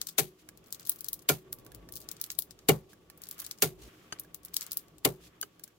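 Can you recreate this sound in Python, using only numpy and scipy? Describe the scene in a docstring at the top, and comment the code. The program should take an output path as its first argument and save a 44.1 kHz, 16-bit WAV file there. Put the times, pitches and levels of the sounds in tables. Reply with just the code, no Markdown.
"""Wire soap cutter

A home workshop, close to a pair of microphones. The wire drags through the loaf with sticky ticks (noise snaps
with gritty tails), then the arm lands: a crack (noise burst), a wooden body and late bench thump (decaying modes)
and the wire ringing on (two beating sines). The pivot pings and knocks (resonators).
A low rumble with hum lines, rubbing, brushing and a fine hiss lie underneath (shaped noise)."""
import sys
import numpy as np
from scipy import signal
from scipy.fft import rfft, irfft
from scipy.io import wavfile

SR = 44100
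rng = np.random.default_rng(int(sys.argv[2]) if len(sys.argv) > 2 else 0)


def volts_from_db(level):
    """Convert decibel levels to linear amplitude ratios."""
    exponent = np.asarray(level, float) / 20
    return 10 ** exponent


def transcribe(u):
    """Save the signal u as a 16-bit wav file named by the first command-line argument.

    u: samples, shape (n,) or (channels, n), limited to [-1, 1]; the rate is SR.
    q: integer samples, one column per channel.
    """
    v = np.clip(np.atleast_2d(u).T, -1, 1)
    q = np.round(v * 32767).astype(np.int16)
    wavfile.write(sys.argv[1], SR, q)


N = 254898


def rms_one(x):
    """Scale to rms 1."""
    return x / np.sqrt(np.mean(x ** 2) + 1e-20)


def at_hz(points, hz):
    """Read a table on a log-frequency axis."""
    p = np.array(points, float)
    return np.interp(np.log(hz), np.log(p[:, 0] + 1), p[:, 1])


def in_time(rows):
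    """Control curve at every sample."""
    return np.interp(np.arange(N) / SR, *np.transpose(rows))


def drift(rate_hz):
    """Slow random wander of rms 1: noise through a double one-pole low-pass."""
    r = np.exp(-2 * np.pi * rate_hz / SR)
    settle = 9000
    return rms_one(signal.lfilter([1], [1, -2 * r, r * r], rng.standard_normal(N + settle))[settle:])


def clicks(times, gains):
    """Single samples at the given moments."""
    out = np.full(N, 1e-18)
    np.add.at(out, np.round(np.asarray(times) * SR).astype(int), gains)
    return out


def panned(times, db, pan_db):
    """A click train for each port."""
    return np.array([clicks(times, volts_from_db(db + pan_db / 2)), clicks(times, volts_from_db(db - pan_db / 2))])


def fade(x, tau_s):
    """Each click becomes a decaying exponential."""
    return signal.lfilter([1], [1, -np.exp(-1 / (max(tau_s, 1e-5) * SR))], x)


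def lead_in(x, tau_s):
    """Each click becomes an exponential that rises up to it."""
    return fade(x[:, ::-1], tau_s)[:, ::-1]


def swell(x, tau_s):
    """Unit-gain double low-pass: an envelope takes time to grow."""
    return fade(fade(x, tau_s), tau_s) * (1 - np.exp(-1 / (tau_s * SR))) ** 2


def ring(x, hz, t60_s):
    """Two-pole resonator: a unit click sets a sine of initial height 1 ringing."""
    r, w = volts_from_db(-60 / (t60_s * SR)), 2 * np.pi * hz / SR
    return signal.lfilter([0, np.sin(w)], [1, -2 * r * np.cos(w), r * r], x)


def band(x, low_hz, high_hz):
    """Butterworth band-pass."""
    return signal.sosfilt(signal.butter(2, [low_hz, min(high_hz, .45 * SR)], "band", fs=SR, output="sos"), x)


def evened(x, times, db, span_s):
    """Rough contacts differ in shape but keep their strength: each is scaled to the usual energy for its dB."""
    order = np.argsort(times)
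    start = np.round(times[order] * SR).astype(int)
    end = np.minimum(start + round(span_s * SR), N - 1)
    energy = np.cumsum(np.sum(x ** 2, axis=0))
    ratio = np.sqrt(energy[end] - energy[start - 1] + 1e-30) / volts_from_db(db[order])
    gain = np.median(ratio) / ratio
    return x * gain[np.maximum(np.searchsorted(start, np.arange(N), "right") - 1, 0)]


# left-right likeness of broad noise: (frequency [Hz], likeness [0-1])
LIKENESS = [(60, .85), (290, .82), (640, .33), (1400, .08), (15000, .05)]


def coloured(spectrum):
    """Stereo noise of a given spectrum; mid and side are weighted by the likeness of the ports; rms 1."""
    hz = np.arange(1, N // 2 + 2) * SR / N
    alike = np.clip(at_hz(LIKENESS, hz), 0, 1)
    mid, side = rfft(rng.standard_normal((2, N))) * volts_from_db(at_hz(spectrum, hz))
    pair = np.sqrt(1 + alike) * mid + np.sqrt(1 - alike) * side * [[1], [-1]]
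    return rms_one(irfft(pair, N))


def port_noise(shared):
    """White noise of which a share of the power reaches both ports, the right one late."""
    lag_samples = 4
    common, own = rng.standard_normal(N), rng.standard_normal((2, N))
    share = np.clip(shared, 0, 1)
    return np.sqrt(share) * np.array([common, np.roll(common, lag_samples)]) + np.sqrt(1 - share) * own


def struck(times, db, modes, contact_s, spread_db, late_cycles):
    """A rough contact of a few ms excites every mode; bending waves spread, so low modes start late."""
    out = np.zeros((2, N))
    strength_db = spread_db * rng.standard_normal((len(times), len(modes)))
    for k, (hz, level_db, t60_s) in enumerate(modes):
        gain_db = db + level_db + strength_db[:, k]
        contact = swell(clicks(times + late_cycles / hz, volts_from_db(gain_db)), contact_s)
        push = contact * np.sqrt(4 * contact_s * SR)
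        out += evened(ring(push * port_noise(0.58), hz, t60_s), times, gain_db, .05)
    return out


def swelling(times, db, modes, spread_db):
    """Low modes take up the blow slowly, so they peak late; strength and tuning differ blow by blow."""
    out, t = np.zeros((2, N)), np.arange(N) / SR
    for hz, level_db, t60_s, swell_s in modes:
        for s, d in zip(times, db):
            i, span = round(s * SR), round(t60_s * 2 * SR)
            decay_db = d + level_db + spread_db * rng.normal() - 60 * t[:span] / t60_s
            shape = swell(volts_from_db(decay_db), swell_s)
            phase = rng.uniform(0, 2 * np.pi) + rng.normal(0, .4, (2, 1))   # ports differ a little
            tuned_hz = hz * rng.normal(1, 0.0071)
            out[:, i:i + span] += shape * np.sin(2 * np.pi * tuned_hz * t[:span] + phase)
    return out


# drag of wire and hand on the soap: (time [s], level [dB])
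DRAG = [(0.0, -63), (0.1, -71), (0.25, -76), (0.67, -70.5), (0.95, -65), (1.17, -72.5), (1.5, -73),
        (1.55, -70.5), (1.95, -71), (2.12, -65), (2.28, -66), (2.45, -73.5), (2.8, -76.5), (3.16, -71),
        (3.4, -59), (3.72, -77), (3.89, -63), (4.08, -64), (4.28, -69), (4.46, -71), (4.64, -60),
        (4.81, -67), (5.0, -76.5), (5.28, -69.5), (5.6, -72), (5.78, -79)]


def drag_level():
    """Drag in dB at every sample; steers rubbing, hiss and deep rumble."""
    return in_time(DRAG)


# swells and steps of the rumble: (time [s], level [dB])
SWELL = [(0.0, -61.5), (0.2, -68.5), (0.415, -68.5), (0.425, -64), (1.17, -63), (1.35, -70.5),
         (1.51, -60.5), (1.95, -59), (2.45, -65), (3.7, -63), (3.885, -58.5), (3.895, -65), (4.3, -62.5),
         (4.64, -65), (5.29, -65), (5.3, -64), (5.6, -66), (5.78, -70.5)]


def rumble_level():
    """Rumble in dB at every sample."""
    return in_time(SWELL)


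# deep rumble spectrum: (frequency [Hz], relative density [dB])
DEEP = [(25, -31.5), (40, -14), (55, 2.5), (70, -16.5), (90, -9), (120, -4), (150, -19), (250, -56.5)]


def deep_rumble():
    """Lowest noise: swings wider than the rumble and sinks while the loaf is pressed, as drag rises."""
    steered_db = -71 + 3.2 * (rumble_level() + 63.5) - 1 * (drag_level() + 71)
    return volts_from_db(steered_db + 1.8 * drift(3.9)) * coloured(DEEP)


# rumble spectrum: (frequency [Hz], relative density [dB])
RUMBLE = [(65, -34), (110, -5), (265, -6.5), (307, -9.5), (333, -15), (359, 0), (386, -4), (1000, -18.5),
          (1300, -36), (2200, -120)]
# hum lines: (frequency [Hz], level over rumble noise [dB], damping: t60 is 0.63 over this [Hz])
HUM = [(65, -11.5, 0.79), (108.4, -12, 1.4), (169.6, -5.5, 4.1), (311.1, -5.5, 3.3), (380, -16, 17),
       (1137, -14.5, 5.5)]


def rumble_and_hum():
    """Low noise plus hum lines that waver, each a resonator fed with noise."""
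    hum = sum(volts_from_db(db) * rms_one(ring(rng.standard_normal(N), hz, 0.63 / damping)) for hz, db, damping in HUM)
    return volts_from_db(rumble_level() + 1.1 * drift(5.7)) * (coloured(RUMBLE) + hum)


# hiss spectrum: (frequency [Hz], relative density [dB])
HISS = [(1760, -16.5), (3000, -4), (6670, -7.5), (7210, -7), (8500, -12.5), (15100, -9.5), (16200, -19),
        (16500, -51)]


def hiss():
    """Fine noise that rises with the drag but never sinks below the microphone's own."""
    steered = volts_from_db(-71 + 1 * (drag_level() + 68))
    mic_floor = volts_from_db(-73)
    return np.maximum(steered, mic_floor) * volts_from_db(0.96 * drift(17)) * coloured(HISS)


# rubbing spectrum: (frequency [Hz], relative density [dB])
RUBBING = [(410, -41), (700, -8.5), (806, -20), (1150, -2), (1570, -6), (3500, -10), (4550, -37.5),
           (7700, -120)]


def rubbing():
    """Friction noise at the drag level, slowly and finely uneven."""
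    return volts_from_db(drag_level() + 2.2 * drift(30) + 1.5 * drift(300)) * coloured(RUBBING)


# a hand brushes the loaf: (time [s], half length [s], level [dB])
SWISHES = [(0.406, .02, -64.5), (2.913, 0.018, -63), (3.844, 0.043, -57), (5.247, 0.035, -59.5)]
# brushing spectrum: (frequency [Hz], relative density [dB])
SWISH = [(900, -30), (1800, -5), (3000, -0.5), (7000, -3.5), (9000, -6.5), (15000, -7), (16300, -16),
         (16600, -48)]


def brushing():
    """Bright noise under flat-topped envelopes."""
    t = np.arange(N) / SR
    swish = sum(volts_from_db(db) * np.exp(-((t - s) / half_s) ** 4 / 2) for s, half_s, db in SWISHES)
    return swish * volts_from_db(2.0 * drift(45)) * coloured(SWISH)


# pivot: (time [s], ping level [dB], frequency [Hz], tick level [dB])
PINGS = [(0.4886, -56, 1665, -35.5), (1.527, -60.5, 1480, -46.5), (1.6649, -64, 1530, -40),
         (1.719, -58, 1660, -42), (1.889, -55.5, 1830, -38), (2.932, -57, 1640, -45.5),
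         (3.1002, -59, 1800, -37.5), (4.2475, -58.5, 1650, -54), (5.596, -62.5, 1620, -44),
         (5.678, -65.5, 1650, -45)]
# the arm meets its upper stop: (time [s], level [dB])
KNOCKS = [(4.1227, -30.5), (5.4263, -31)]
# modes of the stop: (frequency [Hz], level [dB], t60 [s])
STOP = [(302, -19.5, 0.14), (426, -11, 0.045), (625, -17, 0.035), (820, -17, 0.04), (1270, -7.5, 0.033),
        (1525, -1, 0.019), (1580, -5.5, 0.036), (2170, -20, 0.026), (2980, -2.5, 0.036), (4580, -4, 0.025),
        (6400, 2.5, 0.0094), (9100, -7, 0.014)]


def pivot():
    """Short single-note resonator pings, nearer the right port, and two modal knocks on the stop."""
    pings = np.zeros(N)
    for s, db, hz, _ in PINGS:
        pings += ring(swell(clicks([s], volts_from_db(db + 21)), 0.00025), hz, 0.042)
    s, db = np.transpose(KNOCKS)
    rattle_shape = swell(fade(clicks(s, volts_from_db(db - 12.5)), 0.013), 0.0002)
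    rattle = band(rattle_shape * port_noise(0.14), 330, 11000)
    return pings * volts_from_db(np.array([[-2.5], [2.5]])) + struck(s, db + 0.5, STOP, 0.0018, 1.14, 1.97) + rattle


# crack spectrum: (frequency [Hz], relative density [dB])
CRACK = [(530, -29.5), (900, -17), (2080, -6), (4770, -5), (5320, -9), (6010, -5), (9780, -7), (11500, -2),
         (15700, -4), (16500, -40.5)]


def crack(s, db, pan_db):
    """Wire and arm land over some 6 ms: a noise burst with a brief fade-in ahead and a tail."""
    hits = panned(s, db, pan_db)
    burst = fade(fade(hits, 0.006), 0.00055) / (0.00041 * SR)
    burst += volts_from_db(-14.5) * fade(hits, 0.026) + volts_from_db(-29.5) * fade(hits, 0.029)
    burst += lead_in(panned(s, db - 5.5, pan_db), 0.00069)     # noise rises steeply into the crack
    burst += lead_in(panned(s, db - 26, pan_db), 0.004)
    burst *= volts_from_db(2.5 * drift(150) + 0.8 * drift(40))     # the frame rattles unevenly
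    return evened(burst * coloured(CRACK), s - .012, db, .025)


# frame modes: (frequency [Hz], level [dB], t60 [s])
FRAME = [(1110, -8, .03), (1400, -3, .045), (1790, -9, .025), (2170, -6, .03), (2320, -7, .045),
         (2850, -12, .025), (3200, -12, .025)]
# wooden body modes: (frequency [Hz], level [dB], t60 [s], swell [s])
BODY = [(201.2, -11, 0.063, 0.023), (277.7, -4.5, 0.046, 0.0026), (312, -11, 0.043, .006),
        (389.4, -4.5, .09, 0.0047), (429.2, -0.5, 0.081, 0.0018), (462, -11, 0.061, 0.01),
        (588, -11, 0.09, 0.0013), (710, -8.5, 0.08, 0.0013), (774, -7.5, .06, 0.0026)]
# bench modes: (frequency [Hz], level [dB], t60 [s], swell [s])
BENCH = [(58, -19, 0.12, 0.018), (102.6, -13, 0.087, 0.0095), (132.5, -7.5, .15, 0.01),
         (154.1, -3.5, .17, 0.0062)]


def wood(s, db):
    """Frame modes ring first, body modes swell, the bench thumps last; noise stands for dense wood modes."""
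    frame = struck(s, db - 0.8, FRAME, 0.0052, 4.7, 2.9)
    body = evened(swelling(s + .003, db + 2.5, BODY, 1.3), s, db, .04)
    bench = swelling(s + 0.011, db - 1.15, BENCH, 0.5)
    dense = fade(clicks(s, volts_from_db(db + 10)), 0.024) + fade(clicks(s, volts_from_db(db - 12.5)), 0.039)
    return frame + body + bench + band(swell(dense, 0.0014) * port_noise(0.28), 110, 610)


def wire(s, db, rings_s):
    """The wire swings in two planes slightly apart in pitch, so it beats; the note ends abruptly."""
    wire_hz, beat_hz, wire_db, t60_s = 367.5, 28, -31.5, 0.8
    out, t = np.zeros(N), np.arange(N) / SR
    for start, level_db, length_s in zip(s, db, rings_s):
        age = t - start
        sounding = volts_from_db(2.7 * drift(25)) * (age > 0) * np.clip((length_s - age) / 0.0025, 0, 1)
        decay = volts_from_db(level_db + wire_db - 60 * np.abs(age) / t60_s)
        planes = np.sin(2 * np.pi * wire_hz * age) + 0.6 * np.sin(2 * np.pi * (wire_hz + beat_hz) * age)
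        out += sounding * decay * planes
    return out


# the arm lands: (time [s], crack level [dB], wood level [dB], left-right [dB], wire ringing [s])
BLOWS = [(0.182, -16.5, -27.5, 6.5, 0.19), (1.2887, -15.5, -23.5, 0, 0.4), (2.686, -15.5, -16, 5, 0.2),
         (3.622, -15.5, -24.5, 1, 0.27), (5.049, -16, -22.5, 4.5, 0.15)]


def blows():
    """Each landing sounds the crack, the wood and the wire."""
    s, crack_db, wood_db, pan_db, rings_s = np.transpose(BLOWS)
    return crack(s, crack_db, pan_db) + wood(s, wood_db) + wire(s, crack_db, rings_s)


# soap lets go of the wire: (time [s], level [dB], left-right [dB], fullness: lower against upper treble [dB])
TICKS = [(0.0156, -17, 7, 0), (0.0705, -22, 9.5, -0.5), (0.0865, -32, 3, 1.5), (0.0897, -28, 9.5, 1.5),
         (0.5743, -42.5, 9.5, -3.5), (0.6416, -52, 6.5, 1), (0.6612, -51, 6.5, 2), (0.6697, -50, 6, -8),
         (0.6834, -50, 0, -4), (0.7058, -46, 6, -2), (0.7259, -20, 8.5, -4), (0.7464, -33, 6, 2),
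         (0.7972, -35, 10, 1), (0.8077, -45.5, -1, -9), (0.8524, -38, 19, -2), (0.8656, -35, 3, -4),
         (0.8719, -29, 9.5, -9.5), (0.8848, -41.5, 1.5, -3.5), (0.8953, -11, 9, -16),
         (0.9186, -30.5, 3, -4.5), (0.9601, -43.5, 12, -11), (0.9907, -46, 2, -7),
         (1.0082, -27.5, 6.5, -10.5), (1.0449, -26, 12, -4.5), (1.0633, -40, 6, -1.5),
         (1.086, -20.5, 13, -8), (1.1315, -18.5, 3, -9.5), (1.1402, -33.5, 3.5, -8.5),
         (1.1922, -40.5, 5, -1.5), (1.5269, -22, 3, -13.5), (1.5866, -44, 3, -6), (1.6487, -47, 1, -9),
         (1.7477, -34, 11, -6.5), (1.9232, -31, 4.5, -11), (1.9382, -34, -3, -1.5),
         (1.9562, -27.5, 13, -8.5), (1.965, -33.5, 6, -4), (1.9709, -32, 3, -5), (2.0036, -39.5, 4, -9),
         (2.0162, -45, 18, 3), (2.0241, -50, -1, -0.5), (2.0889, -27, 9.5, 2), (2.1149, -23.5, 11.5, -5.5),
         (2.1673, -44, 10, 9), (2.2, -47, 6, 6), (2.2143, -19.5, 3.5, -10), (2.2401, -24, -7, -3.5),
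         (2.2625, -39.5, 3.5, -8.5), (2.303, -22, 0, 4.5), (2.3173, -27, 9.5, -7.5), (2.3504, -47, 6, 3),
         (2.3895, -12.5, 11, -11.5), (2.4221, -28.5, 15, -7.5), (2.5091, -33.5, 16, 4),
         (2.5904, -45.5, 3, 10), (3.1762, -44, 8, -11), (3.2188, -35.5, 11, -6), (3.2373, -30, 5.5, -0.5),
         (3.2557, -45, 3, -2), (3.2698, -41, 4.5, 4), (3.2885, -31.5, 7, -13), (3.3121, -26, 4, -6.5),
         (3.3267, -40, 0, -5.5), (3.3817, -39, 4, -6.5), (3.3912, -32, 5, -4.5), (3.3969, -39.5, -4, 10),
         (3.4016, -25.5, -1, -11.5), (3.4192, -32, -3, -8.5), (3.4436, -35, 4, -2), (3.4482, -32.5, 3, 5),
         (3.465, -26.5, 8, -5), (3.5121, -22, 3.5, 1.5), (3.5865, -41.5, 10.5, 1), (4.1874, -54, -3, 23),
         (4.1972, -26, 4.5, -15), (4.3456, -27, 12, -8.5), (4.4332, -45.5, 17, -1), (4.4497, -32, 0, -13.5),
         (4.4838, -45.5, -4, 2), (4.5375, -35, 9.5, -4), (4.5421, -25.5, 5.5, -7.5), (4.567, -11, 8, -1.5),
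         (4.6099, -24, 4, 1.5), (4.619, -41, 10, 21), (4.6268, -30.5, -6.5, -8), (4.6657, -31, 13, -1.5),
         (4.7107, -35, -4, 6), (4.7186, -19.5, 7.5, -8), (4.7309, -28.5, 4, -11), (4.7717, -17, 4, -12.5),
         (4.8827, -53, 2, -3), (4.983, -42.5, 5, 0), (5.4138, -20, 3, -11), (5.6381, -29.5, 8, -4)]


def all_ticks():
    """Loud ticks, faint ones at random in their wake, pivot ticks; rows: s, dB, pan, fullness, dull part."""
    count = 45
    loud_s = np.transpose(TICKS)[0]
    place, draw = rng.random((count, 2)), rng.standard_normal((count, 3))
    parent_s = loud_s[(place[:, 0] * len(TICKS)).astype(int)]
    faint_s = parent_s + 0.0064 - 0.03 * np.log(1 - place[:, 1])     # exponential delay
    faint = [faint_s, -51 + 3 * draw[:, 0], 9 + 2.5 * draw[:, 1], 6.9 * draw[:, 2] - 3.0]
    soap = np.hstack([np.transpose(TICKS), faint])
    soap = np.vstack([soap, -22 + 1.1 * soap[3]])     # a fuller tick reaches lower
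    pivot_pan_db, pivot_fullness_db, pivot_dull_db = -3, -2.5, -10
    pivot_ticks = [(s, db, pivot_pan_db, pivot_fullness_db, pivot_dull_db) for s, _, _, db in PINGS]
    return np.hstack([soap, np.transpose(pivot_ticks)])


def ticks():
    """Stick-slip: a short fade-in, a snap under 1 ms and a gritty tail, in three ranges balanced tick by tick."""
    s, db, pan_db, fullness_db, dull_db = all_ticks()
    tail_db = -48 + 0.75 * (db + 27.5) - db     # the tail follows 3/4 of the level's swing
    slips = fade((rng.random(N) < 250 / SR) * rng.exponential(1, N), 0.00017)     # smaller slips in the tail
    ranges = ((dull_db + 16.0, 900, 3400),
              (fullness_db / 2 + 8, 3300, 9500),
              (6.5 - fullness_db / 2, 9500, 17500))
    out = 0
    for lift_db, low_hz, high_hz in ranges:
        level_db = db + lift_db
        hits = panned(s, level_db, pan_db)
        snap = volts_from_db(-11) * fade(fade(hits, 0.00011), .0001) * np.sign(port_noise(.7))
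        snap = evened(band(band(snap, low_hz, high_hz), low_hz, high_hz), s, level_db, .0015)
        grit = (0.74 + 1.6 * slips) * volts_from_db(1.6 * drift(300))
        tail = grit * fade(panned(s, level_db + tail_db, .5 * pan_db), 0.0054)
        tail += volts_from_db(-20.0) * lead_in(hits, 0.001)     # each tick fades in just ahead of its snap
        tail += fade(panned(s, level_db - 34.0, .3 * pan_db), .02)     # the room answers
        tail += volts_from_db(-39.5) * lead_in(hits, 0.004)
        out = out + snap + band(band(tail * port_noise(0.03), low_hz, high_hz), low_hz, high_hz)
    return out


def scene():
    """All sources at the two ports."""
    ground = deep_rumble() + rumble_and_hum() + hiss() + rubbing() + brushing()
    return ground + pivot() + blows() + ticks()


def band_limit(x):
    """A steep low-pass at the top of the band."""
    return signal.sosfilt(signal.butter(12, 16820, fs=SR, output="sos"), x)


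def record(dry):
    """The loudest peaks overload and the top is cut."""
    overloaded = np.clip(dry, -.9, .9)
    finished = signal.sosfilt(signal.cheby2(16, 50, 16900, fs=SR, output="sos"), overloaded)
    return band_limit(finished)


dry = scene()
out = record(dry)
transcribe(out)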